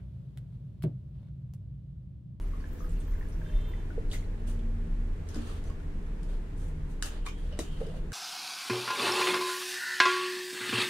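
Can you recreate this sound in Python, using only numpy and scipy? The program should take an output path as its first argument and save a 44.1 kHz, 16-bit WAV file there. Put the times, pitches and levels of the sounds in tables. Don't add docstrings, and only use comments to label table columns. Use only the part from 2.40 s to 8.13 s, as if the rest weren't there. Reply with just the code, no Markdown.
import sys
import numpy as np
from scipy import signal
from scipy.fft import rfft, irfft
from scipy.io import wavfile

SR = 44100
rng = np.random.default_rng(int(sys.argv[2]) if len(sys.argv) > 2 else 0)


def unload_wav(signal):
    wavfile.write(
        sys.argv[1],
        SR,
        np.round(np.clip(np.atleast_2d(signal).T, -1, 1) * 32767).astype(np.int16),
    )


N = 252692

# time [s], level [dB].
DRONE_LEVEL = [(0.0, -40.5), (0.06, -29.5), (0.27, -40), (0.57, -28.5), (0.64, -41), (0.72, -28),
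               (0.8, -45), (1.02, -33), (1.07, -40), (1.16, -23), (1.26, -35.5), (2.6, -30), (2.86, -39.5),
               (2.9, -56), (2.97, -44.5), (4.02, -31), (4.12, -38.5), (4.84, -32.5), (4.91, -41),
               (5.12, -37.5), (5.19, -60), (5.23, -42), (5.39, -32.5), (5.51, -81), (5.54, -38),
               (5.73, -39)]
# time [s], pitch [Hz].
DRONE_PITCH = [(0, 34.41), (0.95, 34.18), (1.4, 31.6), (5.35, 31.42), (5.5, 34.8)]
# pitch [Hz], level [dB], spread of the random pitch wander [Hz].
IDLING = [(16.9, -47.5, 1.47), (59.5, -56, 2.24), (120.5, -58.5, 4.17), (72.43, -49, 2.76),
          (148.2, -56.5, 3.07), (163.9, -58, 2.86), (180.5, -64.5, 4.13), (197.3, -69.5, 4.7),
          (225.9, -60, 5.28), (284.9, -60.5, 5.025)]
# start [s], length [s], pitch [Hz], level [dB].
SWELLING_TONES = [(-0.2, 1.26, 82.9, -48), (0.295, 0.25, 498.5, -60.5), (0.966, 0.36, 610, -65),
                  (0.462, 0.14, 167.9, -49), (0.646, 0.39, 73, -46.5), (0.855, 0.31, 162, -49),
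                  (1.071, 0.18, 45, -38.5), (1.326, 0.48, 284.8, -55.5), (1.5, 0.2, 161, -48.5),
                  (1.878, 0.92, 230.8, -47.5), (2.307, 0.48, 163.1, -48.5), (2.96, 0.43, 74.3, -48),
                  (3.05, 1.07, 229.4, -58), (3.353, 0.91, 201.8, -53.5), (3.65, 0.946, 72.06, -44.5),
                  (4.048, 0.49, 89, -44), (4.085, 0.47, 152.2, -46.5), (4.5, 1.9, 180.3, -55),
                  (5, 0.29, 72.7, -43), (5.218, 0.79, 147, -46.5)]
TONE_SWELL = 0.26
SLOWING_START_S, SLOWING_LENGTH_S, SLOWING_HZ, SAG_HZ_PER_S, SLOWING_DB = 0.2958, 3.77, 99.6, 5.7, -43
WAVER_DB = 1.47
# time [s], level [dB].
STREET_LEVEL = [(0, -38.5), (1.4, -36), (2.4, -37.5), (3.1, -36.5), (4.2, -37.5), (5.2, -38.5),
                (5.73, -36.5)]
# frequency [Hz], relative level [dB].
STREET_COLOUR = [(12, -41), (20, 6.5), (38, -2), (58, -11), (119, -17), (162, -15.5), (239, -23),
                 (418, -22.5), (495, -25.5), (555, -34.5), (612, -30), (720, -36), (900, -34.5),
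                 (1280, -39), (1730, -38), (4870, -54.5), (8740, -57), (15700, -69.5)]
# frequency [Hz], likeness [0 to 1].
LIKENESS = [(30, 0.99), (60, 1), (120, 0.96), (250, 0.6), (500, 0.38), (1000, 0), (3000, 0), (12000, 0.089)]

# time [s], level [dB], starting pitch [Hz], left over right [dB].
BUBBLES = [(0.135, -43.5, 1155, 5), (0.16, -50, 1130, 4), (0.225, -51, 1600, 0), (0.255, -48, 1720, -2),
           (0.35, -54, 1700, 0), (0.383, -51, 1680, 0), (0.425, -50, 1160, 5), (0.445, -46, 1600, -2),
           (0.66, -56, 1150, 0), (0.78, -51, 1550, 2), (1.188, -50, 1700, 0), (1.285, -51, 960, 0),
           (1.38, -50, 947.5, 0), (1.43, -54, 1740, 0), (0.2027, -52, 1070, 11), (0.2405, -40, 1666, -3),
           (0.405, -45, 1190, 15), (0.443, -48, 1280, -5), (0.454, -51, 1210, 5), (0.682, -53, 1680, 0),
           (0.737, -47, 1990, -2), (0.7517, -46, 1670, -2), (0.811, -40, 1790, -4),
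           (0.827, -40.5, 1800, -1), (0.853, -46, 1645, -3), (1.016, -41.5, 1610, -2),
           (1.062, -43, 1605, -4), (1.099, -46, 1650, 0), (1.137, -47, 2030, 2), (1.188, -46, 2050, 0),
           (1.255, -49, 2060, 0), (1.316, -52, 980, 0), (1.336, -38, 1960, -2), (1.504, -39.5, 1468, -0.5)]
# time [s], level before the cluster's offsets [dB], middle pitch [Hz].
DROPLETS = [(.01, -46, 9900), (.205, -60, 4600), (.328, -48, 14870), (0.392, -52, 5840), (.425, -51, 15000),
            (0.494, -45.5, 7740), (.51, -50, 9700), (.012, -61, 3050), (0.558, -57, 2870), (.57, -60, 4300),
            (.606, -53.5, 3470), (.677, -65, 3300), (.602, -41, 8300), (0.673, -49, 14100),
            (.78, -50, 14600), (.885, -47, 9100), (.923, -55, 5740), (1.21, -54, 7340), (1.278, -50, 13700)]
# time [s], level [dB].
SPRAY_LEVEL = [(0, -72), (.14, -75), (.4, -69), (.7, -71.5), (.97, -75), (1.1, -71.5), (1.35, -78),
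               (1.6, -89)]

# frequency [Hz], t60 [s].
KITCHEN_T60 = [(200, 0.37), (1000, 0.2), (4000, 0.23), (9000, 0.13), (15000, 0.15)]
# frequency [Hz], relative level [dB].
KITCHEN_COLOUR = [(200, -10), (500, -7.5), (1500, -0.5), (4000, 1), (12000, 2)]
KITCHEN_DB = -0.5

HORN_START_S, HORN_LENGTH_S, HORN_PEAK_S, HORN_DB = 1.018, 0.46, 1.254, -65.5
HORN_CLIMB_DB, HORN_CLIMB_S, HORN_FADE_DB_PER_S = 18, 0.65, 70
HORN_HZ, HORN_SAG_HZ_PER_S = 448.3, 70
# multiple [ratio], relative level [dB].
HORN_TONES = [(6, -7), (6.5, -15), (7, 0), (7.5, -13), (8, -1), (9, -14)]

# time [s], level before panning [dB], pitch [Hz], t60 [s].
KNOCKS = [(1.578, -18.5, 455.7, 0.032), (5.125, -39.5, 580, 0.062), (5.405, -27, 470, 0.033),
          (5.414, -16, 490, 0.026), (5.43, -32.5, 552, 0.087), (5.488, -42, 506, .07),
          (5.468, -31, 443, 0.059), (5.54, -46, 600, 0.049)]
KNOCK_SWELL_S, KNOCK_LEFT_DB = 0.0035, -4
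# time [s], middle pitch of the wall's ring [Hz], level of each of its close
# modes [dB], their t60 [s], crack level [dB], left over right of the wall's ring [dB].
CLICKS = [(1.7144, 3060, -53, 0.034, -58, 0), (1.702, 5000, -70, .01, -65, 0),
          (1.7143, 3550, -47, 0.036, -64, -2), (1.722, 4000, -49, .03, -64, 1),
          (1.716, 4700, -54, .03, -68, 0), (1.739, 1950, -44, 0.028, -59, 0),
          (1.7325, 2110, -39, 0.025, -56, 0), (1.733, 1500, -56, 0.022, -66, 0),
          (1.741, 2670, -54, 0.016, -62, 0), (1.734, 6430, -54, .03, -62, 0),
          (1.752, 6300, -58, .03, -66, -2), (1.748, 2000, -48, 0.022, -57, -4),
          (1.758, 2000, -47.5, .025, -62, -4), (1.735, 4000, -51, .04, -66, 0),
          (1.76, 4000, -60, .03, -66, -2), (1.84, 4200, -62, .04, -70, 0), (1.785, 4100, -59, .03, -68, 0),
          (1.7, 4150, -61, 0.045, -70, -2), (1.826, 2050, -59, .05, -72, 0),
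          (2.192, 3400, -60.5, 0.025, -65, -4), (2.8886, 3500, -63, .015, -52, 3),
          (2.888, 6100, -51.5, 0.011, -57, 4), (2.9445, 5000, -47, .009, -60, -4),
          (2.958, 6700, -54, .015, -64, 0), (2.957, 3600, -60, .012, -64, 0),
          (2.955, 1100, -52, 0.033, -62, 0), (2.98, 1500, -54, .025, -62, 0),
          (2.997, 1600, -56, 0.023, -65, 0), (3.4, 1450, -56, 0.023, -67, 0),
          (2.945, 1500, -52.5, 0.021, -54, -7), (2.964, 1240, -53, 0.02, -60, -7),
          (3.059, 1700, -60, 0.027, -63, -2), (3.095, 1250, -52.5, 0.026, -60, -4),
          (3.11, 1150, -55, .03, -64, -2), (3.124, 1500, -58, .025, -66, 0),
          (3.24, 1050, -52.5, 0.039, -56, 0), (3.15, 1280, -57, .025, -62, -2),
          (3.3, 1133, -53, 0.049, -57, -1), (3.831, 1800, -68, .019, -54, -1),
          (4.6244, 1630, -32.5, 0.013, -28.5, 0), (4.6246, 1400, -39, 0.0085, -60, 0),
          (4.645, 2600, -52, .02, -70, 0), (4.662, 810, -56, 0.036, -70, 0),
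          (4.634, 1500, -44, 0.013, -44, 0), (4.644, 1800, -56, 0.023, -60, -2),
          (4.685, 1550, -58, .02, -68, 0), (5.2, 3400, -61, 0.027, -72, 0),
          (4.671, 1900, -52, 0.022, -62, 2), (4.706, 1500, -54, 0.016, -66, 0),
          (4.72, 1700, -58, 0.043, -70, 0), (4.74, 1200, -58, 0.033, -70, 2),
          (4.752, 1800, -59, .03, -72, 0), (4.765, 1900, -59, .03, -72, 0),
          (4.8625, 3600, -48, 0.034, -62, -2), (4.863, 3300, -46, 0.018, -62, 2),
          (4.865, 2320, -46.5, 0.064, -66, -5), (4.872, 1090, -44, 0.045, -62, 8),
          (4.886, 3100, -45, 0.02, -60, -2), (4.8637, 1210, -39.5, 0.028, -44.5, 2),
          (4.886, 2300, -61, 0.03, -50, -2), (4.895, 950, -57, .04, -66, 4),
          (5.123, 1740, -61, 0.02, -70, 4), (5.125, 2950, -54, 0.045, -74, -2),
          (5.201, 3800, -44, 0.042, -60, -2), (5.466, 3800, -60, .03, -70, 0),
          (5.1901, 1970, -40.5, 0.017, -34, -3), (5.193, 1030, -45, 0.018, -46, 7),
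          (5.406, 1410, -57, .02, -59, 0), (5.412, 770, -48, .04, -64, 0), (5.54, 770, -54, .04, -66, 0),
          (5.4666, 1800, -61, .015, -55, -5), (5.7195, 1540, -46, 0.023, -44, -3)]
WALL_SPREAD = 0.13
OVERTONE, OVERTONE_DB = 1.87, -11.5
# frequency [Hz], relative level [dB].
CRACK_COLOUR = [(900, -14), (1500, -4), (3000, 3), (4600, 11.5), (6000, 7), (8500, 11.5), (11000, -1.5),
                (15700, -15)]
# frequency [Hz], relative level [dB], t60 [s].
PLASTIC = [(2970, 5.5, 0.025), (7900, 2, 0.047), (3860, 6, 0.02), (4990, 6.5, 0.013), (6170, -1, 0.034),
           (8560, 0, 0.04), (8750, -5, 0.025), (10000, 0, 0.021), (11300, -20, 0.039)]
PLASTIC_DB, PLASTIC_LEFT_DB = -14, 4
TREBLE_LEFT_DB = 0.3
KETTLE_DOWN_S = 2.962
KETTLE_BOUNCE_S, KETTLE_BOUNCE_DB = 0.02695, -4.5
# frequency [Hz], level at first landing [dB], t60 [s].
KETTLE_MODES = [(232, -33.5, 0.27), (291, -30, 0.11), (340, -41, 0.23), (427, -48, 0.093),
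                (527, -39, 0.051), (656, -55, 0.05)]
LID_HOME_S = 5.19
# frequency [Hz], level [dB], t60 [s].
BOTTLE_MODES = [(286, -35, 0.092), (334, -27, 0.087), (392, -28, 0.067), (460, -25.5, 0.051),
                (596, -25, 0.026), (824, -51, 0.019)]
THUMP_SWELL_S = 0.0019

# time of full level [s],
# rise [s], hold [s], then the full levels of hiss [dB], body [dB] and hollow rumble [dB].
NOISE_BURSTS = [(1.731, 0.051, .005, -53.5, -57, -53), (1.802, .02, 0.034, -72, -79, -65),
                (2.076, 0.016, 0.0028, -54, -55.5, -52), (2.134, .02, .03, -79, -77, -61),
                (2.876, 0.035, 0.04, -69, -63, -68), (2.953, 0.044, .01, -62, -54.5, -55),
                (3.006, 0.067, 0.16, -65, -58.5, -60.5), (3.266, 0.1, 0.0082, -69, -64, -57),
                (3.831, 0.007, .003, -69, -81, -79), (3.893, 0.037, 0.061, -72, -65, -62),
                (4.18, .025, .02, -66, -78, -89), (4.215, 0.027, .005, -65.5, -64, -81),
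                (4.27, 0.033, 0.009, -67.5, -73, -75), (4.5, 0.05, .01, -68, -72, -76),
                (4.648, 0.034, .01, -49.5, -50.5, -57), (4.716, 0.039, 0.06, -71, -58.5, -60),
                (4.862, 0.019, 0.0036, -56, -50.5, -59), (4.98, 0.062, 0.014, -71, -64, -81),
                (5.07, 0.096, 0.0046, -69, -63, -57), (5.12, 0.044, 0.065, -83, -60.5, -56.5),
                (5.204, 0.033, 0.0067, -53, -54.5, -72), (5.278, 0.076, 0.12, -69.5, -62, -84),
                (5.403, 0.012, 0.17, -70, -62, -52.5)]
# frequency [Hz], relative level [dB].
HISS_COLOUR = [(2350, -16), (4000, -8.5), (4330, -17.5), (7380, -5), (9120, -4), (12300, -19.5),
               (15700, -21)]
# frequency [Hz], relative level [dB].
BODY_COLOUR = [(700, 4.5), (1150, 3), (1700, 5), (2250, -4.5), (3050, -0.5), (3700, 1), (4500, -2),
               (6000, -19)]
# frequency [Hz], relative level [dB].
HOLLOW_COLOUR = [(300, -18), (450, 6), (650, -2), (900, -19), (1300, -38)]
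BURST_CLIMB_DB = 24
HISS_FADE, BODY_FADE, HOLLOW_FADE = 310, 285, 420
# time of full level [s], hold [s], level [dB], pitch [Hz], spread of the pitch wobble [Hz].
SQUEAKS = [(1.725, .02, -72, 14900, 500), (3.0, .025, -77, 3350, 200), (3.057, 0.0077, -71, 6200, 150),
           (3.072, .004, -70, 6560, 150), (3.098, .02, -69, 3300, 201), (3.15, 0.039, -73, 3310, 249.4),
           (3.263, 0.004, -72, 6100, 130), (3.265, 0.003, -73, 6700, 100), (4.82, 0.014, -70, 3030, 250),
           (4.95, 0.035, -69, 3230, 90), (5.061, 0.01, -72, 3270, 150), (5.248, 0.038, -63.5, 3100, 109.6),
           (5.3, 0.02, -65, 3150, 90), (5.33, 0.05, -67, 3080, 140), (5.41, 0.082, -68, 3087, 160)]
SQUEAK_RISE_S, SQUEAK_FADE_DB_PER_S, SQUEAK_FLUTTER_DB = 0.02, 550, 4
SQUEAK_WOBBLES_PER_S = 220

CUTOFF_HZ = 15800


def amp(db):
    return 10 ** (np.asarray(db) / 20)


def rms_one(x):
    return x / np.sqrt(np.mean(x ** 2) + 1e-20)


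def level_in_time(rows):
    s, value = np.transpose(rows)
    return np.interp(np.arange(N) / SR, s, value)


def span(rows, fade=0.0015):
    t = np.arange(N) / SR
    return np.clip(np.minimum(t - rows[0][0], rows[-1][0] - t) / fade, 0, 1)


def drift(rate):
    r = np.exp(-80 * np.pi * rate / SR)
    white = rng.standard_normal(N // 40 + 2002)
    slow = signal.lfilter([1], [1, -2 * r, r * r], white)[2000:]
    return np.interp(np.arange(N) / 40, np.arange(len(slow)), rms_one(slow))


def at_hz(points, hz):
    points = np.array(points)
    return np.interp(np.log(hz), np.log(points[:, 0]), points[:, 1])


def colour(x, spectrum):
    hz = np.maximum(np.fft.rfftfreq(N, 1 / SR), 1)
    edge = (hz > spectrum[0][0]) & (hz < spectrum[-1][0])
    return rms_one(irfft(rfft(x) * amp(at_hz(spectrum, hz)) * edge, N))


def tone(hz):
    return np.sqrt(2) * np.sin(2 * np.pi * (np.cumsum(hz) / SR + rng.random()))


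def swell(start, length, share):
    t = (np.arange(N) / SR - start) / length
    return np.sin(np.pi / 2 * np.clip(np.minimum(t, 1 - t) / share, 0, 1)) ** 2


def burst(s, rise, hold, fade, rise_db=BURST_CLIMB_DB):
    t = np.arange(0, N, 16) / SR - s
    db = np.minimum(rise_db * t / rise, 0) - fade * np.maximum(t - hold, 0)
    return np.repeat(amp(db), 16)[:N]


def add(out, s, level_db, hz, t60, rise=0., attack=0.000081, left_db=0., lag=0):
    t = np.arange(int(t60 * SR)) / SR
    ring = np.sin(2 * np.pi * hz * (t + rise * t ** 2 / t60 / 2))
    wave = ring * amp(-60 * t / t60) * (1 - np.exp(-t / attack))
    for channel, side in enumerate((1, -1)):
        at = round(s * SR) + max(side * lag, 0)
        out[channel, at:at + len(t)] += (amp(level_db + side * left_db / 2) * wave)[:max(N - at, 0)]


def street_tones():
    tones = amp(level_in_time(DRONE_LEVEL)) * tone(level_in_time(DRONE_PITCH))
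    for hz, level_db, wander_hz in IDLING:
        tones += amp(level_db + 2.54 * drift(4.1)) * tone(hz + wander_hz * drift(3.027))
    for s, length, hz, level_db in SWELLING_TONES:
        level = amp(level_db + WAVER_DB * drift(21))
        tones += level * swell(s, length, TONE_SWELL) * tone(np.full(N, hz))
    sagging = SLOWING_HZ - SAG_HZ_PER_S * (np.arange(N) / SR - SLOWING_START_S)
    level = amp(SLOWING_DB + WAVER_DB * drift(7.7))
    tones += level * swell(SLOWING_START_S, SLOWING_LENGTH_S, 0.33) * tone(sagging)
    return tones


def street():
    mid, side = rng.standard_normal((2, N))
    alike = np.clip(at_hz(LIKENESS, np.maximum(np.fft.rfftfreq(N, 1 / SR), 1)), 0, 1)
    mid = irfft(rfft(mid) * np.sqrt(1 + alike), N)
    side = irfft(rfft(side) * np.sqrt(1 - alike), N)
    noise = np.array([colour(mid + side, STREET_COLOUR), colour(mid - side, STREET_COLOUR)])
    return street_tones() + amp(level_in_time(STREET_LEVEL)) * noise


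def bubbles_and_droplets():
    out = np.zeros((2, N))
    for s, level_db, hz, left_db in BUBBLES:
        add(out, s, level_db, hz, 40 / hz, rise=0.083, attack=0.00075, left_db=left_db, lag=3)
    for s, level_db, hz in DROPLETS:
        for k, (late, size) in enumerate(rng.random((14, 2))):
            ring_hz = hz * (1 + 0.14 * (size - 0.5))
            add(out, s + 0.0016 * k * late, level_db - 3.5 - 0.61 * k, ring_hz, 45 / hz, rise=0.042, lag=2)
    for when, size, force in rng.random((300, 3)):
        hz = 900 * 3.21 ** size
        add(out, 1.45 * when, -60 + 12 * force, hz, 30 / hz, rise=0.18, attack=0.0041, lag=3)
    return out


def spray():
    out = np.zeros((2, N))
    for when, size, force, where in rng.random((4000, 4)):
        hz = 15000 * 5.18 ** -size
        level_db = -3.2 * np.log(force + 0.02) - 16.0 * size
        lag = int(12 * where - 6)
        add(out, 1.8 * when, level_db, hz, 30 / hz, rise=0.072, attack=0.00034, lag=lag)
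    level = amp(level_in_time(SPRAY_LEVEL) + 1.1 * drift(22)) * span(SPRAY_LEVEL)
    return level * out / np.sqrt(np.mean(out[:, :int(1.6 * SR)] ** 2))


def water():
    return bubbles_and_droplets() + spray()


def kitchen(x):
    t = np.arange(SR // 2) / SR
    echo, white = 0, rng.standard_normal((2, len(t)))
    for low in 125 * 2. ** np.arange(7):
        octave = signal.butter(2, [low, 2 * low], "band", fs=SR, output="sos")
        band = signal.sosfilt(octave, white)
        alike = np.clip(at_hz(LIKENESS, low), 0, 1)
        band = alike * band[0] + np.sqrt(1 - alike ** 2) * band
        decay_db = -60 * t / at_hz(KITCHEN_T60, 1.36 * low)
        echo = echo + band * amp(at_hz(KITCHEN_COLOUR, 1.4 * low) + decay_db)
    echo = echo * np.clip(t / 0.005, 0, 1)
    return signal.fftconvolve(x, echo / np.sqrt(np.sum(echo ** 2) / 2), axes=1)[:, :N]


def horn():
    sag = np.clip(HORN_SAG_HZ_PER_S * (np.arange(N) / SR - HORN_PEAK_S), 0, 7)
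    pitch = HORN_HZ + 1.2 * drift(40) - sag
    tones = np.zeros(N)
    for k, level_db in HORN_TONES:
        tones += amp(level_db + 2.8 * drift(35)) * tone(k * pitch + 13 * drift(90))
    blown = burst(HORN_PEAK_S, HORN_CLIMB_S, 0, HORN_FADE_DB_PER_S, rise_db=HORN_CLIMB_DB)
    return amp(HORN_DB) * swell(HORN_START_S, HORN_LENGTH_S, 0.14) * blown * tones


def treble_sides():
    return amp([[TREBLE_LEFT_DB / 2], [-TREBLE_LEFT_DB / 2]])


def knocks_and_thumps():
    out = np.zeros((2, N))
    for s, level_db, hz, t60 in KNOCKS:
        add(out, s, level_db, hz, t60, attack=KNOCK_SWELL_S, left_db=KNOCK_LEFT_DB, lag=4)
    thumps = [(KETTLE_DOWN_S, 0, KETTLE_MODES),
              (KETTLE_DOWN_S + KETTLE_BOUNCE_S, KETTLE_BOUNCE_DB, KETTLE_MODES),
              (LID_HOME_S, 0, BOTTLE_MODES)]
    for s, force_db, modes in thumps:
        for hz, level_db, t60 in modes:
            add(out, s, level_db + force_db, hz, t60, attack=THUMP_SWELL_S, lag=4)
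    return out


def clicks():
    out = np.zeros((2, N))
    t = np.arange(int(0.04 * SR)) / SR
    noise = colour(rng.standard_normal((2, N)), CRACK_COLOUR)
    for s, wall_hz, wall_db, t60, crack_db, left_db in CLICKS:
        for k, (late, detune) in enumerate(rng.random((4, 2))):
            hz = wall_hz * (1 + WALL_SPREAD * ((k + detune) / 4 - 0.5))
            add(out, s + 0.001 * late, wall_db, hz, t60, left_db=left_db, lag=3)
            add(out, s + 0.00155 * late, wall_db + OVERTONE_DB, OVERTONE * hz, t60, left_db=left_db, lag=3)
        for hz, mode_db, mode_t60 in PLASTIC:
            level_db = crack_db + PLASTIC_DB + mode_db + rng.normal(0, 1.0)
            add(out, s, level_db, hz, mode_t60, attack=0.0001, left_db=PLASTIC_LEFT_DB, lag=1)
        at = round(s * SR)
        crack = amp(crack_db - 60 * t / 0.021)[:N - at]
        out[:, at:at + len(t)] += crack * noise[:, at:at + len(t)] * treble_sides()
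    return out


def squeaks():
    out = np.zeros(N)
    for s, hold, level_db, hz, wobble_hz in SQUEAKS:
        level = amp(level_db + SQUEAK_FLUTTER_DB * drift(200))
        envelope = burst(s, SQUEAK_RISE_S, hold, SQUEAK_FADE_DB_PER_S)
        out += level * envelope * tone(hz + wobble_hz * drift(SQUEAK_WOBBLES_PER_S))
    return out


def rubbing_and_tails():
    unevenness_db = 3.1 * np.minimum(rng.exponential(1, N), 5) + 2.0 * drift(30)
    grains = rng.standard_normal((3, 2, N)) * amp(unevenness_db)
    hiss, body, hollow = np.zeros((3, N))
    for s, rise, hold, hiss_db, body_db, hollow_db in NOISE_BURSTS:
        hiss += amp(hiss_db) * burst(s, rise, hold, HISS_FADE)
        body += amp(body_db) * burst(s, rise, hold, BODY_FADE)
        hollow += amp(hollow_db) * burst(s, rise, hold, HOLLOW_FADE)
    bright = hiss * treble_sides() * colour(grains[0], HISS_COLOUR)
    dull = body * colour(grains[1], BODY_COLOUR)
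    low = hollow * colour(grains[2].sum(axis=0), HOLLOW_COLOUR)
    return bright + dull + low


def scene():
    close = water() + knocks_and_thumps() + clicks() + rubbing_and_tails() + squeaks()
    return close + amp(KITCHEN_DB) * kitchen(close) + street() + horn() * amp([[-1.5], [1.5]])


def record(dry):
    return signal.sosfilt(signal.ellip(12, .2, 70, CUTOFF_HZ, fs=SR, output="sos"), dry)


dry = scene()
out = record(dry)
unload_wav(out)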